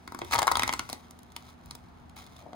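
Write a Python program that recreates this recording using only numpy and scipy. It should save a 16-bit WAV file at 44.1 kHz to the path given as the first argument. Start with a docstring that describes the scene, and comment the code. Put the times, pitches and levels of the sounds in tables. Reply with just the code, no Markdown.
"""Peeling the tab off a noodle cup

A quiet room, a stereo pair of microphones close to the cup. A fingernail picks a perforated paper tab
loose and it is peeled off the lid. Each paper bridge that tears gives a burst of fibre snaps and rings
the taut lid and the cup under it. Then the loose tab ticks as it bends, comes away with a short rasp,
and the hand nudges the cup on the table."""
import sys
import numpy as np
from scipy import signal
from scipy.fft import rfft, irfft
from scipy.io import wavfile
from scipy.ndimage import uniform_filter1d

SR = 44100
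rng = np.random.default_rng(int(sys.argv[2]) if len(sys.argv) > 2 else 0)


def wrap_up_sound(samples):
    """Save the sound to the file named by the first command line argument, as 16-bit audio."""
    columns = np.atleast_2d(samples).T
    # keep every value between -1 and 1, then stretch to whole-number steps
    tamed = np.clip(columns, -1, 1)
    steps = np.round(tamed * 32767).astype(np.int16)
    wavfile.write(sys.argv[1], SR, steps)


N = 112454
T = np.arange(N) / SR
HIT_T = np.arange(4096) / SR


def amp(db):
    """Decibels to gain."""
    return 10 ** (np.asarray(db) / 20)


def unit(x):
    """Scales to rms 1."""
    return x / np.sqrt(np.mean(x ** 2) + 1e-20)


def unit_hit(x, samples=180):
    """Scales a hit to the energy of four milliseconds at rms 1."""
    return unit(x) * np.sqrt(samples / x.shape[-1])


def read(points, hz):
    """Reads a spectrum table on a log-frequency axis."""
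    f, value = np.transpose(points)
    return np.interp(np.log(hz + 1), np.log(f + 1), value)


def level(points):
    """Gain over time from a table of (t/s, level/dB)."""
    return amp(np.interp(T, *np.transpose(points)))


def add(mix, s, sound):
    """Adds a stereo sound at a time."""
    part = mix[:, max(round(s * SR), 0):][:, :sound.shape[1]]
    part += sound[:, :part.shape[1]]


def convolve(x, response):
    """Filters each channel, keeping the length."""
    return signal.fftconvolve(np.atleast_2d(x), np.atleast_2d(response), axes=1)[:, :x.shape[-1]]


# Likeness of the noise at the two microphones (f/Hz, correlation)
MIC_LIKENESS = [(40, 0.89), (150, 0.87), (300, 0.1), (2000, 0.035)]
def noise(colour):
    """Stereo noise of a given spectrum, nearly mono in the bass."""
    hz = np.fft.rfftfreq(N, 1 / SR)
    left, apart = rfft(rng.standard_normal((2, N)))
    same = read(MIC_LIKENESS, hz)
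    right = same * left + np.sqrt(1 - same ** 2) * apart
    return unit(irfft(np.array([left, right]) * amp(read(colour, hz)), N))


# Spectrum of the room air (f/Hz, relative level/dB)
AIR_COLOUR = [(20, -16), (82, -8), (256, -4), (545, -15.5), (734, -8), (1370, -15), (1890, -21.5),
              (3820, -32), (16000, -58)]
# Tones of the hum (f/Hz, level/dB)
HUM_TONES = [(80.7, -61.5), (177.6, -67), (242.2, -62.5)]
def ventilation(air_db=-55.5):
    """Quiet ventilation noise all round the microphones, with a faint hum in the centre."""
    hum = sum(amp(db) * np.sqrt(2) * np.sin(2 * np.pi * (hz * T + rng.random())) for hz, db in HUM_TONES)
    return amp(air_db) * noise(AIR_COLOUR) + hum


# Decay of the room (f/Hz, t60/s)
ROOM_DECAY = [(150, 0.37), (3000, 0.15), (7000, 0.17), (15000, 0.36)]
# Spectrum of its tail (f/Hz, relative level/dB)
TAIL_COLOUR = [(100, -13), (300, 5), (1000, 2.5), (2500, 3), (7000, -4.5), (15000, -11.5)]
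# Reflection from near the cup (t/s, left level/dB, right level/dB)
REFLECTIONS = [(.0084, -12.5, -25)]
def room(x, tail_db=-12, early_db=3.5, early_s=.026):
    """The room answers with a dull near reflection and a short diffuse tail."""
    hz, t, spectra = signal.stft(rng.standard_normal((2, SR // 2)), SR, nperseg=256)
    decay_db = early_db * np.exp(-t / early_s) - 60 * t / read(ROOM_DECAY, hz)[:, None]
    tail = signal.istft(spectra * amp(read(TAIL_COLOUR, hz)[:, None] + decay_db), SR, nperseg=256)[1]
    tail *= np.clip(np.arange(tail.shape[1]) / SR / .0015 - 1, 0, 1)  # fades in from 1.5 to 3 ms
    tail *= amp(tail_db) / np.linalg.norm(tail[0])
    dull = np.hanning(11)
    for s, left_db, right_db in REFLECTIONS:
        add(tail, s, amp([[left_db], [right_db]]) * dull / dull.sum())
    return convolve(x, tail)


# Modes of the air inside the cup (f/Hz, relative level/dB)
CAVITY_MODES = [(857, -2), (1121, -4), (1238, 1), (1344, 1), (2090, -3)]
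def cavity(x, t60=.42):
    """The air in the cup rings on in narrow resonances after every snap."""
    fade = amp(-60 * T / t60)
    phases = 2 * np.pi * rng.random((len(CAVITY_MODES), 2, 1))
    ring = sum(amp(db) * np.sin(2 * np.pi * hz * T + phase)
               for (hz, db), phase in zip(CAVITY_MODES, phases))
    return convolve(x, 2 * ring * fade / fade.sum())


# Rumble of the handled cup (t/s, level/dB)
RUMBLE_LEVEL = [(0, -63), (.3, -52), (.39, -43), (.48, -56), (.58, -44), (.68, -49), (1.0, -62),
                (1.62, -61.5), (1.69, -51.5), (1.76, -57.5), (2.55, -60.5)]
# Its spectrum (f/Hz, relative level/dB)
RUMBLE_COLOUR = [(20, -22), (60, 7.5), (120, 0), (250, -7), (500, -30), (1500, -60)]
def handling():
    """Low rumble of the hand on the cup."""
    return noise(RUMBLE_COLOUR) * level(RUMBLE_LEVEL)


# Modes of the cup's base (f/Hz, relative level/dB)
BASE_MODES = [(255, 0.5), (620, -2), (705, 4.5), (830, -3)]
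# The cup rubs on the table (t/s, level/dB before panning)
SLIDE_LEVEL = [(2.3, -89), (2.42, -56.5), (2.55, -55)]
# The hand nudges the cup (t/s, level/dB before panning)
HAND_NUDGES = [(2.463, -41), (2.531, -39.5), (2.545, -43)]
CUP_RISE_S, CUP_T60_S = .0015, .026
def slide(pan_db=3):
    """The cup shifts on the table, left of centre: friction and a few soft nudges ring its base."""
    ring = sum(amp(db - 60 * HIT_T / CUP_T60_S) * np.sin(2 * np.pi * hz * HIT_T) for hz, db in BASE_MODES)
    ring = unit_hit(ring * (1 - np.exp(-HIT_T / CUP_RISE_S)))[None]
    out = level(SLIDE_LEVEL) * unit(convolve(rng.standard_normal(N), ring))
    for s, db in HAND_NUDGES:
        add(out, s, amp(db) * ring)
    return out * amp([[pan_db], [-pan_db]])


def cup_thump(hz, pan_db=1.5):
    """The cup under the lid gives one damped low note near hz, a little right of centre."""
    ring = np.sin(2 * np.pi * hz * rng.uniform(.88, 1.12) * HIT_T) * amp(-60 * HIT_T / CUP_T60_S)
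    return amp([[-pan_db], [pan_db]]) * unit_hit(ring * (1 - np.exp(-HIT_T / CUP_RISE_S)))


# Modes of the lid (multiple of its pitch, relative left level/dB, relative right level/dB, t60/s)
LID_MODES = [(1, 2.5, -3, 0.014), (.72, -21, -26, 0.013), (.87, -24, -28, 0.035), (1.22, -3.5, -8, 0.016),
             (2.05, -16, -24, .025)]
def lid(hz, rise_s=.0009, left_lead_s=.00013):
    """The taut lid rings, earlier and louder at the left microphone."""
    t = np.maximum(HIT_T - np.array([[0], [left_lead_s]]), 0)
    ring = sum(amp(np.array([[left], [right]]) - 60 * t / t60) * np.sin(2 * np.pi * hz * ratio * t)
               for ratio, left, right, t60 in LID_MODES)
    return unit_hit(ring * (1 - np.exp(-(t / rise_s) ** 2)))


# Spectrum of tearing paper (f/Hz, relative level/dB)
PAPER_COLOUR = [(400, -25.5), (650, -10), (1200, 1), (1700, -7.5), (2100, 1), (2800, -7), (3500, -2.5),
                (6000, -6), (7500, -8), (10200, -10), (13000, -19), (15000, -13.5)]
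def paper(tilt_db, peak_hz, peak_db=3.5, peak_octaves=.24, ripple_db=2):
    """Response of the paper to one snapping fibre; every spot has its own uneven colour."""
    hz = abs(np.fft.fftfreq(2048, 1 / SR)) + 1
    octaves = np.log2(hz / peak_hz)
    db = read(PAPER_COLOUR, hz) + tilt_db * np.maximum(octaves, -2)
    db += peak_db * np.exp(-.5 * (octaves / peak_octaves) ** 2)
    ripple = uniform_filter1d(uniform_filter1d(rng.standard_normal(len(hz)), size=24), size=12)
    db += ripple_db * unit(ripple + ripple[::-1])
    minimum_phase = np.exp(np.conj(signal.hilbert(np.log(amp(db)))))
    return np.fft.ifft(minimum_phase).real[:len(hz) // 2]


# Arrival of a tear at the pair (f/Hz, lag of the left microphone/s)
TEAR_LAG = [(1500, -.00018), (3000, -.00008), (5000, 0), (7000, .00018)]
def at_microphones(shared, apart, same=.75):
    """A tear's body reaches the left first, its treble the right; a part scatters differently to each."""
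    hz = np.fft.rfftfreq(len(shared), 1 / SR)
    left = irfft(rfft(shared) * np.exp(-2j * np.pi * hz * read(TEAR_LAG, hz)), len(shared))
    return np.sqrt(same) * np.array([left, shared]) + np.sqrt(1 - same) * apart


# Fibres part between the snaps (t/s, level/dB)
PEEL_LEVEL = [(.05, -67.5), (.24, -57), (.305, -52), (.335, -27), (.365, -53), (.45, -55), (.63, -47),
              (.72, -48.5), (.79, -52.5), (.87, -57.5), (.94, -50.5), (1.08, -116)]
# The loose tab rubs and comes away (t/s, level/dB)
RUB_LEVEL = [(.8, -97), (.95, -60.5), (1.25, -70.5), (1.4, -63), (1.5, -57), (1.56, -71.5), (1.66, -66),
             (1.77, -66.5), (2.158, -73.5), (2.166, -47), (2.21, -54), (2.29, -64), (2.41, -59.5),
             (2.47, -70)]
def crackle(curve, per_s, tilt_db, ring_db, lid_hz, peak_hz, spread_db=4):
    """A stream of tiny fibre snaps that also stirs the lid."""
    size = amp(spread_db * np.minimum(rng.exponential(1, (3, N)), 4))
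    clicks = size * rng.choice([-1, 1], (3, N)) * (rng.random((3, N)) < per_s / SR)
    fizz = unit(convolve(at_microphones(clicks[0], clicks[1:]), paper(tilt_db, peak_hz)))
    ring = unit(convolve(clicks[0], lid(lid_hz)))
    return level(curve) * (fizz + amp(ring_db) * ring)


LEAD_SAMPLES = 176  # the crack builds for this long before lid and cup sound
LEAD_S = LEAD_SAMPLES / SR
CRACK_PEAK_S, CRACK_RISE_S, CRACK_FALL_S = .0006, .00097, .0016
def snap(lid_hz, ring_db, crack_db, tilt_db, peak_hz, thump_db, thump_hz=260, roughness=.49):
    """Fibres give way in a swelling burst; the released lid rings and the cup thumps."""
    left, right, shared, size = rng.standard_normal((4, len(HIT_T)))
    grain = np.exp(roughness * np.clip(size, -1, 1))
    fibres = at_microphones(shared * grain, np.array([left, right]) * grain)
    since_peak = HIT_T - LEAD_S - CRACK_PEAK_S
    burst = fibres * np.exp(-abs(since_peak) / np.where(since_peak < 0, CRACK_RISE_S, CRACK_FALL_S))
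    crack = unit_hit(convolve(burst, paper(tilt_db, peak_hz)))
    body = amp(ring_db) * lid(lid_hz) + amp(thump_db) * cup_thump(thump_hz)
    return amp(crack_db) * crack + np.pad(body, ((0, 0), (LEAD_SAMPLES, 0)))[:, :len(HIT_T)]


# Creases of the loose tab (t/s, relative level/dB, tilt/dB per octave)
TAB_CREASES = [(0.248, -40.5, 5), (1.109, -43, 7), (1.19, -49, 4), (1.232, -50, 5.5), (1.32, -52.5, 2.5),
               (1.3644, -31.5, 3), (1.659, -47.5, 8), (1.7097, -35, 2.5), (1.752, -38.5, 6),
               (2.096, -53.5, 4.5), (2.162, -51, 7), (2.265, -48.5, 2), (2.365, -48.5, 2),
               (2.532, -46.5, -4.5)]
def creasing(gain_db=-1):
    """The tab ticks as it bends, each crease a small snap."""
    out = np.zeros((2, N))
    for s, db, tilt_db in TAB_CREASES:
        tick = snap(lid_hz=955, ring_db=-9, crack_db=0, tilt_db=tilt_db, peak_hz=3070, thump_db=-22.5)
        add(out, s - LEAD_S, amp(gain_db + db) * tick)
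    return out


# Picks of the fingernail (t/s, lid f/Hz, lid level/dB, crack level/dB, crack tilt/dB per octave,
# crack resonance f/Hz, thump level/dB, nominal thump f/Hz)
NAIL_PICKS = [(0.0768, 1064, -40.5, -40.5, -1.5, 2150, -45, 270),
              (0.1215, 996, -37, -45.5, 3.5, 4530, -43.5, 270),
              (.147, 1110, -34.5, -39.5, 4.5, 1850, -37.5, 264),
              (0.1898, 900, -38.5, -37.5, 4.5, 6260, -48.5, 244),
              (.217, 740, -29.5, -32.5, -8, 2430, -34, 363)]
def picking():
    """The fingernail picks the tab loose with a few soft snaps."""
    out = np.zeros((2, N))
    for s, *pick in NAIL_PICKS:
        add(out, s - LEAD_S, snap(*pick))
    return out


# Paper bridges of the perforation (t/s, lid f/Hz, relative lid level/dB, relative crack level/dB,
# crack tilt/dB per octave, crack resonance f/Hz)
BRIDGES = [ (.311, 915, -33, -36, 1.5, 2100), (.323, 970, -30, -27.5, 0, 3040),
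           (0.3311, 1358, -28, -25, -3, 3100), (0.334, 1250, -28, -15.5, 23, 1890),
           (0.3373, 900, -28, -21, -4, 4900), (0.3442, 910, -24.5, -24.5, 8, 1900),
           (0.353, 954, -20, -28, 0.5, 2207), (.3592, 933, -27, -25, -0.5, 3980),
           (0.3809, 960, -27, -29, -2, 4360), (0.3878, 887, -19.5, -25.5, 1, 3220),
           (0.3914, 1017, -23.5, -21.5, 3.5, 2700), (0.4193, 882, -21.5, -24.5, -1.5, 2150),
           (0.4288, 804, -22, -24.5, 1, 1830), (0.4703, 950, -19.5, -24.5, 4, 9800),
           (0.4782, 1078, -13.5, -23.5, 1.5, 5000), (0.4873, 1124, -35, -35, -2, 4000),
           (0.515, 966, -17, -26, 6, 7360), (0.5189, 980, -31, -23, 1, 4350),
           (0.5548, 1032, -20.5, -23, -1, 4130), (0.5703, 956, -23, -23.5, 3, 7560),
           (0.595, 980, -25.5, -22, 0, 1980), (0.6219, 1000, -28, -25.5, -3, 2044),
           (0.6331, 1077, -23.5, -19, -2.5, 1980), (0.6773, 1010, -27, -25.5, 1, 4700),
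           (0.6925, 970, -25, -22, -4.5, 2140), (.727, 955, -36, -27.5, 0, 2220),
           (0.7365, 1033, -27, -24.5, 4.5, 2900), (0.7939, 1132, -27, -24, 0, 2280),
           (0.8911, 1110, -37, -37.5, 1, 4580), (0.8986, 720, -38, -32, 5.5, 4660),
           (0.9291, 768, -34, -29, 3.5, 4160)]
def tearing(gain_db=-1, first_thump_db=-24.5, growth_db_per_s=21.5):
    """The bridges break one by one; the thump grows against the crack as the tear nears the rim."""
    out = np.zeros((2, N))
    for s, lid_hz, ring_db, crack_db, tilt_db, peak_hz in BRIDGES:
        thump_db = crack_db + first_thump_db + growth_db_per_s * (s - BRIDGES[0][0])
        add(out, s - LEAD_S, snap(lid_hz, ring_db, crack_db, tilt_db, peak_hz, thump_db))
    return amp(gain_db) * out


def scene():
    """The cup and its tab close to the microphones, the quiet room behind."""
    peel = crackle(PEEL_LEVEL, per_s=3500, tilt_db=.5, ring_db=-5.5, lid_hz=927, peak_hz=2170)
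    rub = crackle(RUB_LEVEL, per_s=1100, tilt_db=1, ring_db=-4, lid_hz=873, peak_hz=4260)
    close = picking() + tearing() + creasing() + peel + rub + slide() + handling()
    return close + cavity(close) + room(close) + ventilation()


def record(dry, edge_hz=15850):
    """The recorder's band limit."""
    lowpass = signal.firwin(401, edge_hz, window=("kaiser", 9), fs=SR)
    return signal.oaconvolve(dry, lowpass[None], "same")


dry = scene()
out = record(dry)
wrap_up_sound(out)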